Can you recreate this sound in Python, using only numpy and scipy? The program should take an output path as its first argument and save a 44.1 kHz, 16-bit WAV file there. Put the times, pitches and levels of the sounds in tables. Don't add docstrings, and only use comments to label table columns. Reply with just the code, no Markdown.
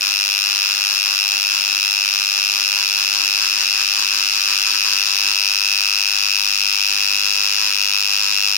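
import sys
import numpy as np
from scipy import signal
from scipy.fft import rfft, irfft
from scipy.io import wavfile
from scipy.ndimage import uniform_filter1d

SR = 44100
rng = np.random.default_rng(int(sys.argv[2]) if len(sys.argv) > 2 else 0)


def wrap_up_sound(samples):
    columns = np.atleast_2d(samples).T
    tamed = np.clip(columns, -1, 1)
    steps = np.round(tamed * 32767).astype(np.int16)
    wavfile.write(sys.argv[1], SR, steps)


N = 377937

# left and right level in dB at full
HUM_HARMONICS = [(-61, -60, 0.38, 0.57), (-58, -54, 1, 0.93), (-85, -50, 0.7, 0.28), (-92, -71.5, .4, .5),
                 (-82, -50.5, 0.83, 1.4), (-69, -56, 0, .5), (-73, -93, 0.6, .5), (-50, -51.5, 1, 1),
                 (-49.5, -50, 0.9, 0.38), (-66.5, -75, 0.8, .5), (-40, -39, 0.97, 1.8)]
# start and length in seconds, level in dB.
HALF_ORDER_SWELLS = [(6.3, 0.47, -58), (7.05, 0.41, -56), (7.48, 0.49, -57)]
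# frequency in Hz, relative level in dB.
AIR_SPECTRUM = [(20, -4), (60, -3.5), (130, -5.5), (260, 1.5), (600, -9.5), (2000, 12.5), (16000, 0.5)]
# start and length in seconds, pressure in dB.
PUSHES = [(.03, 0.1, -4), (.28, 0.082, -16.5), (.45, 0.38, -5.5), (.87, 0.12, -4), (1.06, 0.11, -4.5),
          (1.32, 0.072, -4.5), (1.5, 0.11, -4.5), (1.66, 0.13, -7.5), (1.92, 0.064, -13), (2.12, 0.09, -11),
          (2.31, .11, -7.5), (2.51, .13, -6.5), (2.77, 0.077, -2), (2.97, 0.095, -4.5), (3.14, 0.13, -3),
          (3.37, 0.13, -1.5), (3.55, 0.11, 1.5), (3.74, 0.11, -1), (3.96, 0.1, -1), (4.12, 0.11, 0.5),
          (4.32, 0.092, -2.5), (4.48, 0.078, 1.5), (4.65, 0.14, -0.5), (4.84, 0.13, 0.5), (5.06, .11, -2.5),
          (5.23, .12, -1.5), (5.49, 0.058, -9), (5.65, 0.2, -10), (5.93, .08, -17), (6.13, 0.17, -7),
          (6.44, 0.12, -11), (6.88, 0.2, -7.5), (7.2, 0.42, -6), (7.62, 0.097, 1), (8.08, 0.085, -4),
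          (8.2, .16, -1), (8.45, .07, -7)]
# time in seconds, pressure in dB.
RESTING_PRESSURE = [(0, -18.5), (1, -17), (1.3, -22), (2.7, -19), (3, -10), (5.3, -10.5), (5.4, -20.5),
                    (6.2, -22), (6.8, -30), (7, -7.5), (7.7, -12), (7.8, -37), (8, -38), (8.3, -10),
                    (8.55, -20)]
# start and length in seconds,
# timing swing in dB above the usual.
LIMP_SPELLS = [(.16, 0.13, 12.5), (2.02, 0.13, 7), (5.84, 0.095, 14.5), (6.55, 0.27, 10), (7.75, 0.29, 8.5)]
# frequency in Hz, left and right relative gain in dB.
STONE_SPECTRUM = [(69, -24, -35), (312, -21, -11), (710, -17, -21), (903, 1.5, -2.5), (1060, -2, 1.5),
                  (1400, 2, 7.5), (1510, 8, 3.5), (2160, -0.5, -2), (3220, -21, 4.5), (4570, 15, 3),
                  (7140, -2.5, 7), (7900, -23, -10), (10500, -18, -5.5), (16000, -40, -30)]
# frequency and width in Hz, left and right relative gain in dB.
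HOUSING_MODES = [(1007, 290, 8.5, -1), (1487, 424, -28, 12.5), (2617, 425, 19.5, 25.5),
                 (3550, 230, -5, 14.5), (4110, 1280, 17.5, 10), (5228, 612, 28.5, 13.5),
                 (5560, 230, 20.5, 14), (6570, 350, -23.5, 16), (7200, 330, -31, 12.5), (9620, 340, -6, 10),
                 (11230, 1200, 6, -21), (14000, 1100, -16, 2.5), (15400, 440, -14, 3)]
# frequency in Hz, left and right relative gain in dB.
CHATTER_SPECTRUM = [(203, -43, -22), (1380, -5, 3.5), (2540, 8.5, -7.5), (4240, 9, 4), (5820, 6.5, 14),
                    (6070, -7, 11), (8300, -3, -4), (9400, -2, -2.5), (9600, 0, -10), (10600, -2.5, -12),
                    (11600, 0, 2.5), (12700, -5.5, -1), (15000, 0, -13), (15700, 1.5, -16)]
# frequency in Hz, relative gain in dB.
ROOM_SPECTRUM = [(100, -24), (500, -27.5), (900, -6), (1400, -5), (2100, -9), (2650, 7.5), (3200, -0.5),
                 (4300, 3), (5000, 0.5), (6500, -8.5), (8200, -19.5), (11500, -15), (14500, -15),
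                 (16000, -14)]

STROKE_HZ, FIRST_SLAM_S = 100.0476, .0091
PRESS_S, LIFT_S = 0.042, 0.046
TOP_HZ, FFT_SIZE = 15850, 2048
FREQS = np.maximum(np.fft.rfftfreq(FFT_SIZE, 1 / SR), 1)


def undb(db):
    return 10 ** (np.asarray(db) / 20)


def level(x, db):
    return x * undb(db) / np.sqrt(np.mean(x ** 2))


def colour(table, column=1):
    rows = np.array(table)
    return undb(np.interp(np.log(FREQS), np.log(rows[:, 0]), rows[:, column]))


def ring(x, gain, smear_s=0):
    cepstrum = irfft(np.log(gain + 1e-6))
    cepstrum[1:FFT_SIZE // 2] *= 2
    cepstrum[FFT_SIZE // 2 + 1:] = 0
    phase_lag = np.pi * smear_s * FREQS ** 2 / TOP_HZ
    response = irfft(np.exp(rfft(cepstrum) - 1j * phase_lag))
    return signal.oaconvolve(x, response)[:N]


def clicks(times, size, order=8):
    at = np.ravel(times)[:, None] * SR
    taps = np.floor(at).astype(int) + np.arange(1 - order, order + 1)
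    shape = np.sinc(taps - at) * np.cos(np.pi / 2 * (taps - at) / order) ** 2
    inside = (taps >= 0) & (taps < N)
    return np.bincount(taps[inside], (np.ravel(size)[:, None] * shape)[inside], N)


def wander(strokes, span):
    noise = rng.standard_normal(len(strokes))
    return level(uniform_filter1d(uniform_filter1d(noise, span), span), 0)


def swells(table, t, attack_s, release_s):
    ramp = lambda x: np.clip(.5 + x, 0, 1)
    return sum(undb(db) * ramp((t - start) / attack_s) * ramp((start + length - t) / release_s)
               for start, length, db in table)


def pressure(t):
    resting_db = np.interp(t, *np.transpose(RESTING_PRESSURE))
    return np.maximum(swells(PUSHES, t, PRESS_S, LIFT_S), undb(resting_db))


def hum(strokes, waver_db=0.62, fade_s=.12):
    t = np.arange(N) / SR
    cycles = STROKE_HZ * t
    press = pressure(t)
    half_order = swells(HALF_ORDER_SWELLS, t, fade_s, fade_s) * np.sin(2 * np.pi * 2.5 * cycles)
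    tones = undb([[-9], [0]]) * half_order
    for k, (left_db, right_db, share, firm) in enumerate(HUM_HARMONICS, 1):
        drift_db = np.interp(t, strokes, wander(strokes, span=10)) * waver_db * np.log2(2 * k)
        offset = rng.random() + np.array([[0], [min(k, 5) / 18]])
        tone = np.sin(2 * np.pi * (k * cycles + offset))
        transmission = 1 - share * (1 - np.tanh(press / firm))
        tones += undb([[left_db], [right_db]]) * tone * undb(drift_db) * transmission
    return np.sqrt(2) * tones


def air():
    noise = rng.standard_normal(N) + 0.4 * rng.standard_normal((2, N))
    return np.array([ring(side, colour(AIR_SPECTRUM)) for side in noise])


def stroke_times(free_delay_ms=.2, advance_ms=0.427, limp_ms=.033, jitter_ms=0.039, tremor_ms=0.06):
    k = np.arange(int(N / SR * STROKE_HZ) + 1)
    beats = FIRST_SLAM_S + k / STROKE_HZ
    limp = (-1) ** k * limp_ms * np.maximum(swells(LIMP_SPELLS, beats, PRESS_S, LIFT_S), 1)
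    unsteady = jitter_ms * rng.standard_normal(len(beats)) + tremor_ms * wander(beats, span=5)
    late_ms = free_delay_ms - advance_ms * np.sqrt(pressure(beats)) + limp + unsteady
    return beats + late_ms / 1000


def tip(strokes, lead_s=.0024, press_lead_s=0.000615, jitter_s=.00005, grit=0.39, grit_s=.0011, chips=8):
    contact = pressure(strokes)
    at = strokes - lead_s - press_lead_s * contact + jitter_s * rng.standard_normal(len(strokes))
    size = np.tanh(contact) * undb(1.5 * rng.standard_normal(len(strokes)))
    chip_wait = grit_s * rng.exponential(size=(len(strokes), chips))
    chip_size = grit * size[:, None] * rng.standard_normal(chip_wait.shape)
    return clicks(at, size) + clicks(at[:, None] + chip_wait, chip_size)


def armature(strokes, rebound_s=0.001529, rebound_drift_s=.00006, rebound_db=-12):
    size = undb(.35 * rng.standard_normal(len(strokes)))
    rebound_at = strokes + rebound_s + rebound_drift_s * wander(strokes, span=2)
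    rebound_size = size * undb(rebound_db + 2.6 * wander(strokes, span=2))
    return clicks(strokes, size) + clicks(rebound_at, rebound_size)


def housing(column):
    power = 0
    for mode in HOUSING_MODES:
        hz, width_hz = mode[:2]
        detuning = (FREQS ** 2 - hz ** 2) / (FREQS * width_hz)
        power += undb(mode[column]) ** 2 / (1 + detuning ** 2) ** 2
    return np.sqrt(power)


def chatter(strokes, rise_s=0.0011, decay_s=0.0012, scatter_db=1.2):
    t = np.arange(SR // 50) / SR
    settling = (1 - np.exp(-t / rise_s)) * np.exp(-t / decay_s)
    jolts = clicks(strokes, undb(scatter_db * rng.standard_normal(len(strokes))))
    envelope = signal.oaconvolve(jolts, settling)[:N]
    return envelope * (rng.standard_normal(N) + 1.37 * rng.standard_normal((2, N)))


def workshop(impacts, strokes, t60_s=0.34, first_echo_s=0.0017, sway_rad=0.58):
    t = np.arange(SR // 2) / SR
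    decay = np.exp(-np.log(1000) * t / t60_s) * (t > first_echo_s)
    tails = rng.standard_normal((2, 2, len(t))) * decay
    sent = ring(impacts, colour(ROOM_SPECTRUM))
    here, there = (np.array([signal.oaconvolve(sent, tail)[:N] for tail in pair]) for pair in tails)
    blend = sway_rad * np.interp(np.arange(N) / SR, strokes, wander(strokes, span=40))
    return np.cos(blend) * here + np.sin(blend) * there


def ring_flutter(x, strokes, band_hz=(2250, 3000), dip_db=1.4, flutter_db=0.74):
    band = signal.sosfiltfilt(signal.butter(2, band_hz, "band", fs=SR, output="sos"), x)
    swell_db = flutter_db * wander(strokes, span=3) - dip_db * pressure(strokes)
    gain = undb(np.interp(np.arange(N) / SR, strokes, swell_db - swell_db.mean()))
    return x + band * (gain - 1)


def path_delay(x, lag_s=0.00036):
    shift = np.exp(-2j * np.pi * np.fft.rfftfreq(2 * N, 1 / SR) * lag_s)
    return np.array([x[0], irfft(rfft(x[1], 2 * N) * shift)[:N]])


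def scene():
    strokes = stroke_times()
    slams, rattle, pecks = armature(strokes), chatter(strokes), tip(strokes)
    stone = np.array([ring(pecks, colour(STONE_SPECTRUM, column=1), smear_s=0.00015),
                      ring(pecks, colour(STONE_SPECTRUM, column=2), smear_s=0.000693)])
    tool = np.array([ring(slams, housing(column=2), smear_s=0.00068),
                     ring(slams, housing(column=3), smear_s=0.00056)])
    sizzle = np.array([ring(rattle[0], colour(CHATTER_SPECTRUM, column=1)),
                       ring(rattle[1], colour(CHATTER_SPECTRUM, column=2))])
    room = workshop(slams + 0.52 * pecks, strokes)
    ringing = ring_flutter(level(path_delay(tool), -18.5) + level(room, -28.0), strokes)
    buzz = ringing + level(path_delay(sizzle), -27.0)
    return buzz + level(stone, -32) + hum(strokes) + level(air(), -40)


def record(dry, low_cut_hz=55):
    thin = signal.sosfilt(signal.butter(2, low_cut_hz, "high", fs=SR, output="sos"), dry)
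    return signal.sosfilt(signal.ellip(12, .1, 80, TOP_HZ, fs=SR, output="sos"), thin)


dry = scene()
out = record(dry)
wrap_up_sound(out)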